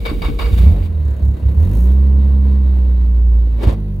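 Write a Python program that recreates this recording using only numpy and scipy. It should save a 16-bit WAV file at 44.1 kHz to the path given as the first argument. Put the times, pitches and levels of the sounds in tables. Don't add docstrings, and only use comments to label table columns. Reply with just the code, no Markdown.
import sys
import numpy as np
from scipy.fft import rfft, irfft, next_fast_len
from scipy.io import wavfile
from scipy.ndimage import map_coordinates

SR = 44100
rng = np.random.default_rng(int(sys.argv[2]) if len(sys.argv) > 2 else 0)


def output_pcm(signal):
    pcm = np.clip(np.atleast_2d(signal).T, -1, 1) * 32767
    wavfile.write(sys.argv[1], SR, np.round(pcm).astype(np.int16))


N = 176400
t = np.arange(N) / SR


def amp(db):
    return 10 ** (np.asarray(db) / 20)


def unit(x):
    return x / np.sqrt(np.mean(x ** 2) + 1e-20)


def along(points, hz):
    f, v = np.transpose(points)
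    return np.interp(np.log(hz + 1), np.log(f + 1), v)


def curve(rows):
    return np.interp(t, *np.transpose(rows))


def wobble(cycles):
    return map_coordinates(rng.standard_normal(8192), [cycles], mode="wrap")


def filtered(x, response):
    m = next_fast_len(N + SR // 2)
    return irfft(rfft(x, m) * response(np.fft.rfftfreq(m, 1 / SR)), m)[..., :N]


def ringing(modes):
    return lambda f: sum((-1) ** k * amp(db) * 1j * f * w / (c * c - f * f + 1j * f * w)
                         for k, (c, w, db) in enumerate(modes))


def band(hz, width):
    return lambda f: ringing([(hz, width, 0)])(f) ** 2


def colour(points):
    return lambda f: amp(along(points, f))


# f/Hz, likeness/0-1
LIKENESS = [(60, 0.9), (130, 0.72), (250, .7), (500, 0.26), (1000, 0.042), (2000, 0.2), (4000, 0.33),
            (8000, .88), (14000, 0.99)]

def noise(response, pulse=1):
    def spread(f):
        angle = np.arccos(np.clip(along(LIKENESS, f), -1, 1)) / 2
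        return response(f) * np.array([np.cos(angle), np.sin(angle)])
    mid, side = filtered(pulse * rng.standard_normal((2, N)), spread)
    return unit(np.array([mid + side, mid - side]))


def strikes(cycles, sharp, scatter_db, base):
    sizes = amp(scatter_db * rng.standard_normal(8192))
    return unit(base + sizes[cycles.astype(int) % len(sizes)] * np.exp(-sharp * (cycles % 1)))


def bursts(rows, attack_s, fade_s):
    return sum(amp(db - 60 * np.maximum(t - s - length, 0) / fade_s) * np.clip((t - s) / attack_s, 0, 1)
               for s, length, db in rows)


# t/s, level/dB
RUMBLE = [(0, -18.5), (.06, -24.5), (.13, -16), (.22, -19), (.31, -16), (.4, -22.5), (.5, -17.5),
          (.65, -20.5), (.78, -25.5), (.84, -23.5), (.92, -35), (1.7, -33), (2, -36.5), (4, -36.5)]
# f/Hz, level/dB
RUMBLE_TONE = [(20, -35.5), (32, -9), (48, 4.5), (70, -6.5), (114, -17), (290, -22), (420, -26),
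               (600, -35.5), (990, -89)]
# t/s, level/dB, middle f/Hz, time to fade 60 dB/s
KNOCKS = [(0.114, -11.5, 273.3, 0.11), (0.284, -15.5, 265, .16), (.585, -19, 153.8, 0.21),
          (.749, -28, 676, 0.1), (3.632, -15, 485, 0.055), (3.668, -15.5, 275.8, 0.22),
          (3.669, -4.5, 85, 0.27)]

def body():
    out = amp(curve(RUMBLE)) * noise(colour(RUMBLE_TONE))
    for start, db, hz, fade_s in KNOCKS:
        age = np.maximum(t - start, 0)
        pair = np.sin(2 * np.pi * hz * .89 * age) + np.sin(2 * np.pi * hz * 1.09 * age)
        out += amp(db - 60 * age / fade_s) * (1 - np.exp(-age / .00076)) * pair / 2
    return out


# t/s, level/dB
HISS = [(.9, -73), (1.1, -59), (1.5, -62.5), (1.6, -53.5), (1.68, -55.5), (1.77, -46.5), (1.9, -57),
        (2.1, -77), (4, -67.5)]
# f/Hz, level/dB
HISS_TONE = [(3240, -38.5), (5500, -5), (6830, -1), (7420, -9.5), (8630, -4), (15500, -0.5)]

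def intake(firings):
    level = amp(curve(HISS) + 1.5 * wobble(20 * t))
    return level * noise(colour(HISS_TONE), strikes(firings, sharp=3, scatter_db=3, base=.5))


def tick(firings, start_s=1.03, end_s=1.41, fade_db_per_s=14):
    taps = strikes(firings, sharp=10, scatter_db=1.5, base=0)
    level = amp(-68 - fade_db_per_s * np.maximum(t - start_s, 0))
    return level * noise(band(hz=7000, width=1800), taps) * (t > start_s) * (t < end_s)


# t/s, length/s, level/dB, f/Hz, filter width/Hz
RATTLES = [(0.618, .15, -40, 606, 260), (1.037, 0.14, -57, 1601, 498.7), (1.084, .3, -49, 614, 141),
           (3.629, .07, -28, 341, 381)]

def rattles(firings):
    shaken = strikes(firings, sharp=2, scatter_db=1, base=.6)
    return sum(bursts([(s, length, db)], attack_s=.02, fade_s=.26) * noise(band(hz, width), shaken)
               for s, length, db, hz, width in RATTLES)


# t/s, level/dB
CLATTER = [(.45, -69.5), (.6, -35.5), (.76, -33), (.9, -40), (1.4, -38.5), (1.75, -35), (1.95, -36),
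           (2.5, -38), (3.1, -39.5), (3.5, -39.5), (4, -44)]
# f/Hz, level/dB
CLATTER_TONE = [(150, -33), (250, -6.5), (341, -10), (442, -14.5), (482, -11.5), (768, -24), (978, -23.5),
                (1380, -32), (1920, -34), (2360, -36.5), (2710, -35), (3330, -43.5), (4170, -41),
                (5690, -52.5), (15500, -50.5)]
# f/Hz, width/Hz, level/dB
BAY_NOTES = [(984.4, 9.4, 3), (1530, 71, -12.5), (1983, 36, -10.5), (3103, 82, -17.5), (3793, 220, -15.5),
             (4460, 57, -16)]

def clatter(firings):
    blows = strikes(firings, sharp=1.8, scatter_db=1.5, base=.92)
    ring_level = amp(-18.5 + 2.1 * wobble(14 * t))
    ring = noise(lambda f: ringing(BAY_NOTES)(f) / (1 + (f / 5000) ** 8), blows)
    level = amp(curve(CLATTER) + .98 * wobble(18 * t))
    return level * (noise(colour(CLATTER_TONE), blows) + ring_level * ring)


# f/Hz, half the filter width/Hz, level/dB
HOUSING_NOTES = [(1120, 52, -3.5), (2250, 43, -0.5), (2841, 37, -5), (3150, 40, -14.5), (3620, 76, -8),
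                 (3823, 48, -6.5), (4626, 44, -9)]

def gear_rasp(tone, ring_db, judder_db, teeth_hz=402.2, flare_db=2.5):
    teeth = strikes(teeth_hz * t + 1 + .4 * wobble(130 * t), sharp=.86, scatter_db=2, base=.61)
    teeth *= amp(judder_db * wobble(60 * t))
    ring = 0
    for hz, width, db in HOUSING_NOTES:
        level = amp(db + flare_db * wobble(70 * t)) * np.sqrt(width)
        ring += level * noise(band(hz, 2 * width), teeth)
    return unit(noise(colour(tone), teeth) + amp(ring_db) * unit(ring))


# t/s, level/dB
GRATE = [(3.48, -82), (3.59, -42.5), (3.61, -28.5), (3.64, -19.5), (3.66, -31), (3.68, -25), (3.73, -32),
         (3.76, -43.5), (3.82, -65.5)]
# t/s, length/s, level/dB
SNAGS = [(3.631, 0.0058, -35.5), (3.67, 0.0087, -34.5), (3.721, 0.013, -39.5)]
# f/Hz, level/dB
GRATE_TONE = [(120, -32.5), (200, -12), (327, -8.5), (358, -13), (407, -5), (437, -17.5), (554, -7.5),
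              (641, -18.5), (1150, -19.5), (1280, -29.5), (1400, -29), (2380, -30), (3960, -35.5),
              (6240, -46.5), (15500, -52.5)]
SNAG_TONE = [(300, -12.5), (600, 5.5), (1250, 1.5), (1700, -17), (6500, -23), (15000, -21)]

def drivetrain():
    grate = amp(curve(GRATE)) * gear_rasp(GRATE_TONE, ring_db=-18, judder_db=-2.2)
    return grate + bursts(SNAGS, attack_s=.0024, fade_s=.032) * noise(colour(SNAG_TONE))


# t/s, length/s, level/dB
RASPS = [(0.051, 0.05, -26.5), (0.218, 0.064, -28.5), (0.388, 0.07, -27)]
# t/s, level/dB
FREE_SPIN = [(0, -43), (.2, -44), (.38, -43), (.48, -38), (.51, -41.5), (.545, -35), (.57, -41.5),
             (.587, -32.5), (.61, -39.5), (.65, -37), (.7, -43), (.81, -52.5), (.86, -40.5), (.9, -67),
             (1, -86)]
# f/Hz, level/dB
RASP_TONE = [(180, -36.5), (300, -10.5), (391, -13), (468, -3.5), (535, -6), (744, -11), (1140, -8),
             (1940, -20), (2280, -12.5), (3020, -25), (4720, -24.5), (5850, -38), (15500, -38.5)]
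FREE_SPIN_TONE = [(400, -9), (700, -2.5), (1000, -8.5), (1900, -13), (2300, -5.5), (2600, -11),
                  (3900, -12.5), (5700, -23.5), (15500, -21)]
# t/s, level/dB
WHINE = [(0, -43), (.1, -39), (.2, -42), (.28, -40), (.36, -40.5), (.47, -29), (.54, -36.5), (.65, -68),
         (.9, -76)]

def starter(whine_hz=467):
    bites = [(s, .0087, db - 6.5) for s, _, db in RASPS]
    load = bursts(RASPS, attack_s=.0028, fade_s=.15) + bursts(bites, attack_s=.0028, fade_s=.026)
    rasp = load * gear_rasp(RASP_TONE, ring_db=-3.5, judder_db=2)
    free = amp(curve(FREE_SPIN)) * gear_rasp(FREE_SPIN_TONE, ring_db=-4.5, judder_db=1.5)
    flutter = 1 + .41 * wobble(50 * t)
    whine = unit(flutter * np.sin(2 * np.pi * whine_hz * t + .17 * wobble(30 * t)))
    return rasp + free + amp(curve(WHINE)) * whine


# t/s, level/dB
BOOM = [(0.5, -9), (0.55, -6.5), (0.57, -18), (0.6, -9), (0.67, -5), (0.79, -17.5), (0.84, -14.5),
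        (0.87, -17), (1.07, -13), (1.19, -21), (1.24, -8), (1.31, -10.5), (1.33, -14.5), (1.4, -34.5),
        (1.44, -11), (1.5, -8.5), (1.54, -20), (1.58, -7), (1.62, -6.5), (1.68, -15.5), (1.83, -8.5),
        (2.78, -11), (3.38, -9.5), (3.59, -15), (3.62, -22.5), (3.68, -7), (3.72, -18), (4.0, -21)]
# t/s, level/dB
DRONE = [(0.5, -35.5), (0.64, -24.5), (0.87, -33), (1.01, -35), (1.12, -35.5), (1.27, -30.5), (1.37, -35),
         (1.77, -22), (1.81, -26), (2.39, -25), (3.54, -36.5), (3.69, -25), (3.72, -26.5), (4.0, -28)]
# t/s, amount/0-1
UNEVEN = [(.5, 0.28), (.85, 0.1), (.95, 0.2), (1.75, 0.13), (1.95, 0.02), (3.5, 0.09), (3.8, 0.06)]
# t/s, level/dB
STRAIN = [(.5, 1.5), (1.5, -3), (1.7, 11.5), (1.85, 0.5), (3.4, -2), (3.62, 6), (4, 6)]
# f/Hz, level/dB
CABIN = [(25, -46.5), (36, -21), (50, 6), (62, 6), (78, 4), (108, -10.5), (120, -27.5), (133, -17),
         (150, -11), (166, -19), (182, -13), (205, -14.5), (240, -30.5), (345, -31), (420, -35.5),
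         (470, -38), (600, -46), (740, -54.5), (1000, -49), (1300, -50)]

def exhaust(rate, firings, split_hz=139, smear=.9):
    multiples = np.arange(1, 35)[:, None] / 2
    hz = multiples * rate
    halves = multiples % 1 > 0
    gains = amp(along(CABIN, hz) - 17 * halves + curve(STRAIN) * (multiples == 2))
    low = 1 / (1 + (hz / split_hz) ** 16)
    roughness = curve(UNEVEN) + .15 * (1 - low)
    waves = []
    for k, rough in zip(multiples[:, 0], roughness):
        flutter = 1 + rough * wobble(firings / 2)
        phase = 2 * np.pi * k * firings + smear * k * k
        waves.append(flutter * np.cos(phase + rough * wobble(firings / 2)))

    def blend(weights):
        return (weights * waves).sum(0) / np.sqrt((weights ** 2).sum(0) / 2)
    boom = amp(curve(BOOM)) * blend(gains * low)
    drone = amp(curve(DRONE) - 1) * blend(gains * (1 - low))
    caught = np.clip((t - .5) / .03, 0, 1)
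    return caught * (boom + drone)


# t/s, f/Hz
FIRING_RATE = [(.52, 28.3), (.66, 31.2), (.7, 39.4), (.76, 50.2), (.85, 41), (.92, 40.3), (1.1, 35.1),
               (1.47, 33.8), (1.57, 35.3), (1.62, 40), (1.74, 53.2), (1.88, 63.9), (1.99, 67.6),
               (2.25, 67.7), (2.53, 67.4), (3.08, 59.5), (3.59, 56), (4, 47.2)]
# f/Hz, level/dB
BALANCE = [(60, -1.4), (120, -4.5), (220, 5), (380, 1), (800, 0), (2300, 1.5), (4400, 0.7), (9000, -.3)]

def scene():
    rate = curve(FIRING_RATE)
    firings = np.cumsum(rate) / SR
    engine = exhaust(rate, firings) + clatter(firings) + intake(firings) + tick(firings)
    cabin = engine + rattles(firings) + starter() + body() + drivetrain()
    return filtered(cabin, lambda f: amp(np.array([[1], [-1]]) * along(BALANCE, f) / 2))


def record(dry, ceiling=.95, edge_s=.004, top_hz=15830):
    rounded = dry / (1 + np.abs(dry / ceiling) ** 12) ** (1 / 12)
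    fade = np.clip(np.minimum(t, N / SR - t) / edge_s, 0, 1)
    return filtered(rounded * fade, lambda f: f < top_hz)


dry = scene()
out = record(dry)
output_pcm(out)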